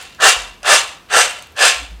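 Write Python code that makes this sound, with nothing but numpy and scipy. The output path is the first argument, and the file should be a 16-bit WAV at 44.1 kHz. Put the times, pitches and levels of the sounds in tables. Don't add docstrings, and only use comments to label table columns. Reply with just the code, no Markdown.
import sys
import numpy as np
from scipy import signal
from scipy.fft import rfft, irfft
from scipy.io import wavfile

SR = 44100
rng = np.random.default_rng(int(sys.argv[2]) if len(sys.argv) > 2 else 0)


def int16_out(signal):
    q = np.round(np.clip(np.atleast_2d(signal).T, -1, 1) * 32767)
    wavfile.write(sys.argv[1], SR, q.astype(np.int16))


def gain_from_db(level_db):
    decades = np.asarray(level_db, float) / 20
    return 10 ** decades


N = 88200
LEAD = SR // 2

# first contact, first clicks, middle of the landing and its spread, all in
# seconds, rolling level in dB relative to the landing, factor on the rolling decay time,
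# then landing levels in dB of heap, plate knocks, clicks and skins.
TOSS_ROWS = [(-.27, -.26, -0.22, 0.011, -9, 1.65, -19.5, -9.5, -14, -11.5),
             (0.183, 0.197, 0.25, 0.036, -8, 1.005, -14.5, -9.5, -10.5, -11),
             (0.611, 0.632, 0.71, 0.041, -7, 0.87, -15, -11, -12, -13),
             (1.079, 1.082, 1.167, 0.038, -6.5, 1.08, -15, -11.5, -13.5, -13),
             (1.533, 1.554, 1.634, 0.038, -4.5, 0.78, -16.5, -12.5, -12, -13.5)]


def colour(x, points):
    p = np.array(points, float)
    f = np.maximum(np.arange(1025) * SR / 2048, 1)
    log_gain = np.interp(np.log(f), np.log(p[:, 0]), p[:, 1]) * np.log(10) / 20
    cepstrum = irfft(log_gain)
    cepstrum[1:1024] *= 2
    cepstrum[1025:] = 0
    response = irfft(np.exp(rfft(cepstrum)))
    return signal.fftconvolve(x, response)[:len(x)]


def unit(x):
    return x / np.sqrt(np.sum(x ** 2))


def fade(t, t60):
    return np.exp(-np.log(1000) * t / t60)


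def room_tone():
    # frequency in Hz, relative level in dB.
    envelope = [(20, -19), (45, -2), (70, 2.5), (110, -5.5), (250, -8), (500, -11), (1500, -15),
                (4000, -20.5), (9000, -30), (15500, -33)]
    rms_db = -48
    noise = colour(rng.standard_normal(N + SR), envelope)[SR:]
    return unit(noise) * np.sqrt(N) * gain_from_db(rms_db)


def body(modes, modes_db, points, t60):
    place_db, detune = 9, 0.0045
    t = np.arange(SR // 10) / SR
    luck = rng.standard_normal((len(modes), 2))
    ring = 0
    for (hz, db, mode_t60), (share, shift) in zip(modes, luck):
        sine = np.sin(2 * np.pi * hz * (1 + detune * shift) * t)
        ring = ring + gain_from_db(db + place_db * share) * sine * fade(t, mode_t60) / np.sqrt(mode_t60)
    burst = colour(rng.standard_normal(len(t)) * fade(t, t60), points)
    return unit(gain_from_db(modes_db) * unit(ring) + unit(burst))


def shower(index, lag, wide, roll_db, roll_t60):
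    squareness = 2.324
    swell_s, roll_build_s = 0.033, 0.027
    t = np.arange(-LEAD, N) / SR
    power = 1e-9
    for contact, clicks, middle, spread, below_db, longer, *levels_db in TOSS_ROWS:
        onset = (contact, clicks)[index // 2]
        bell = np.exp(-np.abs((t - middle - lag) / (spread * wide)) ** squareness)
        land = bell * np.clip((t - onset) / swell_s, 0, 1)
        keep = fade(2 / SR, roll_t60 * longer)
        roll = signal.lfilter([1 / (SR * spread * np.sqrt(2 * np.pi))], [1, -keep], land)
        build = 1 / (SR * roll_build_s)
        roll = signal.lfilter([build], [1, build - 1], roll)
        power = power + gain_from_db(2 * levels_db[index]) * (land + gain_from_db(2 * (below_db + roll_db)) * roll)
    return power


def impacts(power, scatter_db, first_db, spots, luck):
    # time in seconds, level in dB before the layer's own offset.
    first_nuts = [(0.205, -38), (0.2106, -20), (.219, -20), (0.6308, -15), (0.6395, -42), (0.651, -26),
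                  (0.6573, -18), (0.6758, -4), (1.0914, -46), (1.1036, -42), (1.1124, -16), (1.5642, -20),
                  (1.5775, -13.5), (1.5908, -5)]
    most_per_s, sparse = 7000, 0.14
    odds = np.clip((power / power.max()) ** sparse, 1e-3, 1) * most_per_s / SR
    size = gain_from_db(-scatter_db * np.log(luck[:, 1] + 0.004))
    hits = (luck[:, 0] < odds) * size * np.sqrt(power / odds / np.mean(size ** 2))
    for s, db in first_nuts:
        hits[int(s * SR) + LEAD] = gain_from_db(db + first_db) / np.abs(spots[0][0]).max()
    edges = [0] + [int(row[0] * SR) + LEAD for row in TOSS_ROWS[1:]] + [len(power)]
    out = np.zeros(len(power) + SR)
    for a, b, bodies in zip(edges, edges[1:], spots):
        spot = (luck[a:b, 2] * len(bodies)).astype(int)
        ring = sum(signal.fftconvolve(hits[a:b] * (spot == k), one) for k, one in enumerate(bodies))
        out[a:a + len(ring)] += ring
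    return out[:len(power)]


def nuts():
    # nominal frequency in Hz, relative level in dB, decay time t60 in seconds.
    plate = [(441.3, -19, 0.24), (520, -4, 0.42), (629, -13, 0.24), (660, -12.5, 0.24), (724.7, 9, 0.22),
             (784.7, 11, 0.12), (928.7, -16, 0.077), (1175, -18, .05), (1357, 0.5, 0.11), (1450, -12, 0.13),
             (1640, -8, 0.078), (1748, 4, 0.093), (2318, -8.5, 0.21), (2720, 11, 0.025), (2868, -7, 0.091),
             (3570, 0.5, 0.15), (4010, -24.5, 0.12), (4900, -8, 0.017), (6140, 1, 0.06), (7165, 1, 0.019),
             (8330, 1.5, 0.019), (9320, -14, 0.0067)]
    # frequency in Hz, relative level in dB.
    heap = [(220, -51.5), (350, -14), (480, 2), (750, 4), (1100, -13.5), (2500, -40.5)]
    knock = [(400, -36.5), (800, -10.5), (1200, 2.5), (1750, 5.5), (2100, -20), (4500, -37.5)]
    click = [(900, -24), (1900, -1), (2800, 2.5), (3600, -0.5), (4600, -4.5), (9000, -35)]
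    skins = [(2500, -44.5), (4500, -0.5), (6200, 1.5), (8500, 0), (10000, -6.5), (12500, -19), (15600, -41)]
    # lag in seconds, factor on the spread, offset of the rolling in dB, rolling t60 in seconds
    # before the toss's factor, scatter of impact sizes in dB, offset of the first nuts in dB.
    layers = [(-.002, 0.79, 2, 0.35, 2.5, -12.5), (0.006, 1.0, 2, 0.28, 2, -27),
              (.02, 1.22, 2.5, 0.41, 1.5, -10), (.022, 1.04, 0.5, 0.3, 3.5, -11)]
    rung = [(0, 900), (900, 2000), (2000, 4500), (4500, 20000)]
    # level of the modes relative to the burst in dB, burst t60 in seconds.
    contact = [(-1.5, 0.078), (-3.5, 0.033), (-5, 0.04), (-5.5, 0.029)]
    out = 0
    luck = rng.random((N + LEAD, 3))
    for k, burst in enumerate([heap, knock, click, skins]):
        lag, wide, roll_db, roll_t60, scatter_db, first_db = layers[k]
        lowest, highest = rung[k]
        modes_db, burst_t60 = contact[k]
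        modes = [m for m in plate if lowest < m[0] < highest]
        spots = [[body(modes, modes_db, burst, burst_t60) for _ in range(8)] for _ in TOSS_ROWS]
        power = shower(k, lag, wide, roll_db, roll_t60)
        out = out + impacts(power, scatter_db, first_db, spots, luck)
    return out


def strays():
    # start in seconds, peak level in dB, centre frequency in Hz.
    ticks = [(0.011, -37, 4670), (.026, -22.5, 7700), (0.032, -32, 13000), (0.037, -47.5, 13000),
             (0.098, -34.5, 7900), (0.148, -34, 6000), (0.196, -41, 5030), (0.887, -37, 14160),
             (1.326, -29.5, 10500), (1.392, -38, 13740), (1.424, -23, 7860), (1.433, -48, 14570),
             (1.471, -36, 13600), (1.522, -39.5, 14000), (1.747, -32, 12800), (1.85, -48, 8810)]
    t60 = 0.0072
    out = np.zeros(N + SR)
    t = np.arange(SR // 40) / SR
    for s, db, hz in ticks:
        peak = [(hz / 6, -22), (hz / 1.7, -8), (hz, 0), (hz * 1.46, -10)]
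        tick = colour(rng.standard_normal(len(t)) * fade(t, t60), peak)
        i = int(s * SR) + LEAD
        out[i:i + len(t)] += gain_from_db(db) * tick / np.abs(tick).max()
    return out[:N + LEAD]


def room(x):
    # band frequency in Hz, decay time t60 in seconds.
    bands = [(300, 0.24), (1000, 0.46), (3000, 0.21), (7000, 0.24), (13000, 0.12)]
    t = np.arange(SR // 2) / SR
    tail = 0
    for k, (_, t60) in enumerate(bands):
        only = [(f, 0 if j == k else -40) for j, (f, _) in enumerate(bands)]
        tail = tail + colour(rng.standard_normal(len(t)), only) * fade(t, t60)
    tail = tail * np.clip(t / 0.0041, 0, 1)
    return signal.fftconvolve(x, unit(tail))[:len(x)]


def booms():
    # start, rise and decay time t60 in seconds, level in dB, start and end frequency in Hz,
    # overtone frequency in Hz, overtone level in dB relative to the low tone.
    swells = [(0.357, 0.016, 0.86, -37.5, 65.3, 44, 269, -17),
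              (1.722, 0.12, 0.18, -34.5, 58.9, 58, 283, -12.5),
              (1.866, 0.063, 0.57, -31.5, 55, 54, 178.7, -19)]
    glide_s = 0.028
    out = 0
    for s, rise, t60, db, hz0, hz1, over_hz, over_db in swells:
        t = np.maximum(np.arange(N) / SR - s, 0)
        swell = np.sin(np.pi / 2 * np.minimum(t / rise, 1)) ** 2
        shape = swell * fade(np.maximum(t - rise, 0), t60)
        phase = 2 * np.pi * np.cumsum(hz1 + (hz0 - hz1) * np.exp(-t / glide_s)) / SR
        overtone = gain_from_db(over_db) * np.sin(2 * np.pi * over_hz * t) * shape
        out = out + gain_from_db(db) * np.sqrt(2) * shape * (np.sin(phase) + overtone)
    return out


def scene():
    bass_edge_hz, room_db = 381, -11
    bass_cut = signal.butter(4, bass_edge_hz, "high", fs=SR, output="sos")
    near = signal.sosfilt(bass_cut, nuts() + strays())
    wet = (near + gain_from_db(room_db) * room(near))[LEAD:]
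    return (wet + booms() + room_tone())[None]


def low_pass(x):
    return signal.sosfilt(signal.butter(12, 15610, fs=SR, output="sos"), x)


def record(dry):
    ceiling, low_cut_hz = 1.0, 12
    clipped = np.clip(dry, -ceiling, ceiling)
    cut = signal.butter(2, low_cut_hz, "high", fs=SR, output="sos")
    mix = signal.sosfilt(cut, clipped)
    return low_pass(mix)


dry = scene()
out = record(dry)
int16_out(out)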